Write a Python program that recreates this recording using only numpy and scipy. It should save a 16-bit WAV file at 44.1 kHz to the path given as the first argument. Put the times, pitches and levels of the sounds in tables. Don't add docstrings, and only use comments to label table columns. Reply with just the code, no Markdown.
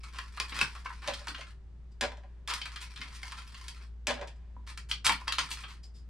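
import sys
import numpy as np
from scipy import signal
from scipy.fft import rfft, irfft
from scipy.io import wavfile

SR = 44100
rng = np.random.default_rng(int(sys.argv[2]) if len(sys.argv) > 2 else 0)


def put_to_file(sound):
    columns = np.atleast_2d(sound).T
    safe = np.clip(columns, -1, 1)
    whole_steps = np.round(safe * 32767)
    wavfile.write(sys.argv[1], SR, whole_steps.astype(np.int16))


N = 268569
SIZE = 8192
T, HZ = np.arange(SIZE) / SR, np.fft.rfftfreq(SIZE, 1 / SR)

# (time [s], relative level [dB], relative body gain [dB], relative treble gain [dB])
KNOCKS = [(0.186, -25, -5.5, -18), (0.373, -30.5, -4, -21), (0.4, -18.5, -5.5, -15),
          (0.521, -27.5, -8.5, -37), (0.589, -20.5, -2.5, -17.5), (0.613, -15, -10, -17.5),
          (0.751, -34.5, -5, -19), (0.859, -26.5, -6.5, -34), (0.902, -31, 19, -33),
          (1.136, -26.5, -30, -24), (1.271, -25, 1, -20.5), (1.282, -26, -15.5, -17.5),
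          (1.346, -27.5, -16, -36), (1.409, -31, -19, -27), (2.476, -28, -12, -11.5), (2.509, -23, -9, -45),
          (2.537, -24.5, -15, -9.5), (2.615, -24, -22.5, -27), (2.656, -27.5, -15.5, -21),
          (2.76, -29, -13, -20), (2.96, -33.5, -28, -24), (3.014, -26.5, -17.5, -28),
          (3.231, -32.5, -8.5, -13), (3.321, -30.5, -7, -16), (3.544, -34.5, -10, -22),
          (3.682, -34, -23, -9), (4.775, -31.5, -13.5, -12.5), (4.913, -18.5, -29, -23.5),
          (5.066, -10.5, -14.5, -13), (5.094, -13, -6.5, -19), (5.12, -19, -17, -17.5),
          (5.279, -19.5, -22, -22), (5.323, -18.5, -17, -19), (5.384, -15.5, -16, -27),
          (5.514, -23, -28.5, -27), (5.636, -29.5, -16.5, -45)]
# (time [s], relative level [dB],
# splash length [s], relative treble tilt [dB per octave], relative plop level [dB])
JAR_EVENTS = [(1.0756, -18, .013, -1, -10), (1.205, -40, .01, -4, -9), (1.382, -35.5, .014, -3, -12),
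              (2.0109, -14.5, 0.038, -.5, -12.5), (2.118, -34.5, 0.0027, -3.5, -16),
              (2.171, -44, 0.0082, -3, -5), (2.235, -44.5, 0.0093, -7, -16), (4.07, -13, .041, 0, -7),
              (4.141, -28.5, 0.06, -3.5, -11), (4.213, -25, 0.016, -6, -16), (4.274, -37, 0.0049, 2.5, -16)]
# (frequency [Hz], relative gain [dB])
TRAY_SPECTRUM = [(100, -13), (250, -16.5), (450, -17), (680, -16), (950, -0.5), (1400, -0.5), (1950, -1.5),
                 (2600, -3), (3700, -5), (5000, -3.5), (6500, -10.5), (9000, -13.5), (12000, -23.5),
                 (15500, -39)]
# (frequency [Hz], width [Hz], gain above the broad spectrum [dB])
TRAY_RESONANCES = [(1025, 9.6, 4), (1100, 41, 3.5), (1377, 98, 4), (1536, 140, 0), (2380, 230, 2.5),
                   (3250, 32, 6), (3160, 120, 3.5), (4540, 270, 2), (4960, 140, -1), (5300, 80, 0),
                   (8700, 520, 4)]


def amp(db):
    return 10 ** (np.asarray(db) / 20)


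def unit(x):
    return x / np.sqrt(np.sum(x ** 2) + 1e-20)


def read(points, hz):
    f, value = np.transpose(points)
    return np.interp(np.log(hz + 1), np.log(f), value)


def add(mix, s, sound):
    part = mix[max(round(s * SR), 0):][:len(sound)]
    part += sound[:len(part)]


def fade(t60, t=T):
    return np.exp(-np.log(1000) * t / np.maximum(t60, 1e-4))


def body(spectrum, modes):
    peaks = sum(db / (1 + (2 * (HZ - hz) / width) ** 2) for hz, width, db in modes)
    return read(spectrum, HZ) + peaks


def colour(x, db):
    log_gain = np.log(amp(np.r_[db, db[-2:0:-1]]))
    response = np.fft.ifft(np.exp(np.conj(signal.hilbert(log_gain)))).real
    return signal.oaconvolve(x, response[:SIZE // 2])[:len(x)]


def tilt(db_per_octave):
    return db_per_octave * np.log2(np.clip(HZ, 700, 12000) / 2500)


def spot(depth_db, count=14):
    places = np.linspace(np.log(800), np.log(12000), count)
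    return np.interp(np.log(HZ + 1), places, depth_db * rng.standard_normal(count))


def grains(size, per_s, spread_db):
    levels = spread_db * np.minimum(rng.exponential(1, size), 4)
    pulses = amp(levels) * rng.choice([-1, 1], size)
    return pulses * (rng.random(size) < per_s / SR)


def blow(rattle_db, rattle_t60, swell_s):
    rattle = rng.standard_normal(SIZE) * fade(rattle_t60) * (1 - np.exp(-T / swell_s))
    return unit(signal.unit_impulse(SIZE) + amp(rattle_db) * unit(rattle))


def run_of_slips(length, per_s):
    release = fade(0.041, np.maximum(T - length, 0))
    grip = (1 - np.exp(-T / 0.006)) * release
    return unit(grains(SIZE, per_s, spread_db=2.5) * grip)


def note(hz, t60, rise_s, glide=0):
    tone = np.sin(2 * np.pi * hz * (T + glide * T ** 2 / 2))
    return tone * fade(t60) * (1 - np.exp(-T / rise_s))


def noise_pair(size):
    # (frequency [Hz], coherence [0-1])
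    likeness = [(60, 0.58), (200, 0.82), (700, 0.4), (1400, 0.86), (2800, 0.21), (5500, 0.53), (11000, .3)]
    hz = np.fft.rfftfreq(size, 1 / SR)
    same = np.clip(read(likeness, hz), 0, 1)
    common, apart = rfft(rng.standard_normal((2, size)))
    opposed = np.array([[1], [-1]]) * apart * np.sqrt((1 - same) / 2)
    return common * np.sqrt((1 + same) / 2) + opposed, hz


def background(air_db=-58, hum_hz=58.2, waver_db=-17, waver_hz=5):
    # (frequency [Hz], relative level [dB])
    air_spectrum = [(20, -8), (30, -1.5), (42, -11), (75, -6.5), (110, -10.5), (190, -13), (260, -22),
                    (390, -25), (600, -31.5), (1300, -35), (2200, -39.5), (5000, -46.5), (9000, -53),
                    (15000, -79.5)]
    # (time [s], level [dB])
    hum_level = [(0.0, -45.5), (1.54, -48), (4.9, -45), (5.83, -48), (6.09, -46)]
    # (frequency [Hz], level [dB])
    hum_lines = [(26.9, -72), (117.5, -74), (388, -79.5)]
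    t = np.arange(N) / SR
    noise, hz = noise_pair(N)
    air = amp(air_db) * unit(irfft(noise * amp(read(air_spectrum, hz)), N)) * np.sqrt(2 * N)
    narrow_band = np.exp(-((hz - hum_hz) / (2 * waver_hz)) ** 2)
    waver = unit(irfft(noise[0] * narrow_band, N)) * np.sqrt(N)
    motor = np.sqrt(2) * np.sin(2 * np.pi * hum_hz * t) + amp(waver_db) * waver
    lines = sum(amp(db) * np.sqrt(2) * np.sin(2 * np.pi * (f * t + rng.random())) for f, db in hum_lines)
    return air + lines + motor * amp(np.interp(t, *np.transpose(hum_level)))


def kitchen(x, wet_db=0, build_s=0.0017, drift_per_s=35, count=7):
    # (frequency [Hz], t60 [s])
    reverberation = [(150, .3), (600, .21), (1500, .21), (4000, .195), (9000, .165), (15000, .12)]
    out, size = np.zeros((2, N)), SR * 2 // 5
    for k in range(count):
        hz, t, z = signal.stft(irfft(noise_pair(size)[0], size), SR, nperseg=256)
        decay = fade(read(reverberation, hz)[:, None], t)
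        tail = signal.istft(z * decay * (1 - np.exp(-t / build_s)), SR, nperseg=256)[1]
        turn = (drift_per_s * np.arange(N) / SR - k) % count
        share = np.sin(np.pi / 2 * np.minimum(turn, 2))
        out += signal.fftconvolve((x * share)[None], unit(tail) * np.sqrt(2), axes=1)[:, :N]
    return amp(wet_db) * out


def fingers(level_db=14):
    # (time [s], relative level [dB], swell length scale [s])
    finger_slips = [(1.915, -59.5, 0.01), (4.355, -61.5, 0.014), (5.829, -42, 0.019), (5.933, -47.5, 0.054)]
    # (frequency [Hz], relative gain [dB])
    wet_ice = [(1500, -20), (4200, -12), (5000, 0), (5700, -14), (7500, -12), (10000, -22), (15000, -38)]
    out = np.zeros(N)
    for s, db, length in finger_slips:
        swell = (T / length) ** 2 * np.exp(-4 * T / length)
        friction = colour(rng.standard_normal(SIZE) * swell, read(wet_ice, HZ))
        add(out, s, amp(db + level_db) * unit(friction))
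    return out


def tray_bumps(level_db=14, t60=0.091):
    # (time [s], relative level [dB])
    pushes = [(.521, -40.5), (0.575, -40), (0.613, -33.5), (1.288, -39), (2.988, -43.5), (4.567, -46),
              (5.09, -33.5), (5.391, -39.5)]
    dull = read([(70, -27.0), (130, 1.5), (270, -1.5), (450, -10.5), (800, -23.5), (2000, -49.0)], HZ)
    out = np.zeros(N)
    for s, db in pushes:
        thud = colour(rng.standard_normal(SIZE) * fade(t60), dull)
        add(out, s, amp(db + level_db) * unit(thud))
    return out


def plops(level_db=1, cycles=40, size_spread=0.028, closes_at=.75, gulp_hz=245, gulp_db=-22.5):
    # (nominal frequency [Hz], relative level [dB])
    pocket = [(572, 1), (776, -15), (1010, -8)]
    out = np.zeros(N)
    chances = rng.standard_normal((len(JAR_EVENTS), len(pocket)))
    for (s, db, length, _, plop_db), chance in zip(JAR_EVENTS, chances):
        for (hz, share_db), detune in zip(pocket, 1 + size_spread * chance):
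            ring = note(hz * detune, t60=cycles / hz, rise_s=0.0048, glide=0.47)
            add(out, s + closes_at * length, amp(db + plop_db + share_db + level_db) * ring)
        gulp = note(gulp_hz, t60=cycles / gulp_hz, rise_s=0.0079)
        add(out, s + 0.0077, amp(db + gulp_db) * length / 0.033 * gulp)
    return out


def jar(level_db=14, splash_db=3, bubbles_db=-8, settle_db=-28, count=10):
    # (frequency [Hz], relative gain [dB])
    splash_spectrum = [(100, -10.5), (250, -17), (420, -8.5), (650, -1.5), (1000, -3.5), (1300, -7),
                       (1750, -1.5), (2300, -4.5), (3400, -6), (5200, -9.5), (6500, -15), (9000, -20),
                       (12000, -35), (15500, -47)]
    # (frequency [Hz], width [Hz], gain above the broad spectrum [dB])
    jar_resonances = [(246, 35, 6), (580, 70, 7), (770, 60, 3), (1000, 80, 5), (1650, 60, 5), (1830, 70, 3),
                      (2390, 110, 5), (3060, 100, 3), (3470, 70, 4)]
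    out, t = np.zeros(N), np.arange(SR) / SR
    hollow = body(splash_spectrum, jar_resonances)
    for s, db, length, slope, _ in JAR_EVENTS:
        impact = blow(rattle_db=5.0, rattle_t60=0.018, swell_s=.002)
        strike = unit(colour(impact, hollow + tilt(slope + 4.2)))
        splash = unit(colour(run_of_slips(length, per_s=1700), hollow + tilt(slope - .8)))
        bubbles = np.zeros(SIZE)
        for when, pitch in rng.random((count, 2)):
            add(bubbles, .006 + when * length, note(510 * 1.8 ** pitch, .02, rise_s=.001))
        event = strike + amp(splash_db) * splash + amp(bubbles_db) * unit(bubbles)
        add(out, s, amp(db + level_db) * unit(event))
        froth = colour(rng.standard_normal(SR) * fade(1.6, t), hollow + tilt(-3))
        add(out, s, amp(db + level_db + settle_db) * unit(froth))
    return out


def handling_force():
    # (time [s], relative level [dB])
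    spells = [
        [(0.0, -49.5), (0.3, -55.5), (0.56, -46), (0.72, -54), (1.254, -51.5), (1.372, -52), (1.504, -61.5),
         (1.58, -99)],
        [(2.55, -46.5), (2.7, -52), (2.85, -49.5), (3.2, -52), (3.62, -54), (3.846, -59), (3.92, -102)],
        [(5.2, -36), (5.29, -67.5), (5.5, -40), (5.78, -61.5)],
    ]
    t = np.arange(N) / SR
    return sum(amp(np.interp(t, *np.transpose(rows), left=-150, right=-150)) for rows in spells)


def tray_scrapes(level_db=-8.0, count=6):
    tray, friction = body(TRAY_SPECTRUM, TRAY_RESONANCES) + tilt(0.65), np.zeros(N)
    for _ in range(count):
        starts = abs(grains(N, per_s=24, spread_db=4))
        slips = signal.oaconvolve(starts, fade(.035) * (1 - np.exp(-T / .002)))[:N]
        grit = slips * grains(N, per_s=1200, spread_db=3.5)
        friction += unit(colour(grit, tray + spot(depth_db=4, count=22)))
    return amp(level_db) * handling_force() * unit(friction) * np.sqrt(N)


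def tray_ticks(level_db=-7, count=3):
    tray, force, ticks = body(TRAY_SPECTRUM, TRAY_RESONANCES), handling_force(), np.zeros(N)
    for _ in range(count):
        impact = blow(rattle_db=4.5, rattle_t60=.018, swell_s=0.00072)
        knock = colour(impact, tray + spot(depth_db=2))
        jolts = force * unit(grains(N, per_s=9, spread_db=3)) * np.sqrt(N / count)
        ticks += signal.oaconvolve(jolts, unit(knock))[:N]
    return amp(level_db) * ticks


def tray_rings(level_db=0, cycles=46):
    # (time [s], level [dB], frequency [Hz])
    rings = [(.379, -32, 1184), (.402, -36.5, 1250), (0.6134, -11.5, 2610), (.858, -30, 1078),
             (1.1352, -29, 3270), (2.484, -32, 1150), (2.532, -32.5, 1084), (3.232, -30, 2150),
             (4.566, -44, 983), (4.914, -19, 3170), (5.095, -23.5, 973), (5.104, -24, 928),
             (5.217, -38, 995)]
    out = np.zeros(N)
    for s, db, hz in rings:
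        add(out, s, amp(db + level_db) * note(hz, cycles / hz, rise_s=0.00017))
    return out


def tray_crunches(level_db=15):
    # (time [s], relative level [dB], length [s], treble tilt [dB per octave])
    slip_runs = [(0.131, -34, 0.04, -2), (.545, -25, 0.051, -3.5), (0.745, -38.5, 0.024, -5.5),
                 (.599, -22, 0.033, 0), (1.017, -27.5, 0.098, -3.5), (2.479, -21.5, 0.026, 0),
                 (2.534, -30.5, 0.02, -1), (2.802, -31.5, 0.031, 3), (3.033, -39, .05, -2.5),
                 (3.135, -36.5, 0.032, 3.5), (3.37, -33.5, 0.025, -1.5), (3.569, -47, 0.014, 3),
                 (3.798, -45.5, 0.022, -5), (4.664, -33, 0.04, 0.5), (4.887, -33.5, 0.02, 3.5),
                 (5.044, -14, 0.018, 2.5), (5.07, -20, 0.02, -5.5), (5.27, -26.5, 0.014, -5.5),
                 (5.382, -17.5, 0.0081, 0), (5.5, -30, 0.032, 10.5), (5.676, -38, 0.0373, -0.5)]
    out, tray = np.zeros(N), body(TRAY_SPECTRUM, TRAY_RESONANCES)
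    for s, db, length, slope in slip_runs:
        shape = tray + tilt(slope) + spot(depth_db=1.2, count=20)
        crunch = colour(run_of_slips(length, per_s=1400), shape)
        add(out, s, amp(db + level_db) * unit(crunch))
    return out


def ice_snaps(level_db=25.5, landing_db=0, hard_landing_db=-21, t60=0.021):
    bright = read([(600, -27.0), (1500, 0.5), (4500, 3.5), (6500, -5.5), (9500, -3.5),
                   (12000, -17.0), (15500, -22.0)], HZ)
    out = np.zeros(N)
    cracks = [(s, db + high_db + level_db) for s, db, _, high_db in KNOCKS]
    cracks += [(s, db + landing_db) for s, db, *_ in JAR_EVENTS if db > hard_landing_db]
    for s, db in cracks:
        snap = colour(rng.standard_normal(SIZE) * fade(t60), bright)
        add(out, s, amp(db) * unit(snap))
    return out


def tray_clicks(level_db=13, body_db=11, treble_db=11, bass_db=-5, follow=0.91, sharp_db=-22):
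    out, tray = np.zeros(N), body(TRAY_SPECTRUM, TRAY_RESONANCES)
    for s, db, low_db, high_db in KNOCKS:
        contact = read([(150, bass_db), (700, low_db + body_db), (1400, low_db + body_db),
                        (3300, 0.018), (8000, high_db + treble_db)], HZ)
        drag = 1 / (1 + amp(db - sharp_db) ** 2)
        knock = blow(rattle_db=11.5 + 3.1 * drag, rattle_t60=0.012 + 0.021 * drag,
                     swell_s=.0007 + 0.0036 * drag)
        shape = tray + follow * contact + spot(depth_db=2)
        add(out, s, amp(db + level_db) * unit(colour(knock, shape)))
    return out


def scene(jar_echo_db=-2, crack_echo_db=-6):
    handling = tray_clicks() + tray_crunches() + tray_scrapes() + tray_ticks() + tray_bumps() + fingers()
    direct = ice_snaps() + tray_rings() + plops()
    drops = jar()
    echo = kitchen(handling + amp(jar_echo_db) * drops + amp(crack_echo_db) * direct)
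    return handling + direct + drops + echo + background()


def record(dry, lag_s=.000026, edge_hz=15500):
    # (frequency [Hz], left minus right [dB])
    balance = [(60, .9), (200, -.4), (700, 0), (1300, .5), (2500, 1.6), (5000, .9), (9000, -2.2),
               (15000, -2.2)]
    hz = np.fft.rfftfreq(N, 1 / SR)
    gains = amp(np.array([[.5], [-.5]]) * read(balance, hz))
    delays = np.exp(-2j * np.pi * hz * np.array([[lag_s], [0]]))
    heard = irfft(rfft(dry) * gains * delays, N)
    low_pass = signal.firwin(255, edge_hz, window=("kaiser", 9), fs=SR)
    return signal.oaconvolve(heard, low_pass[None], "same")


dry = scene()
out = record(dry)
put_to_file(out)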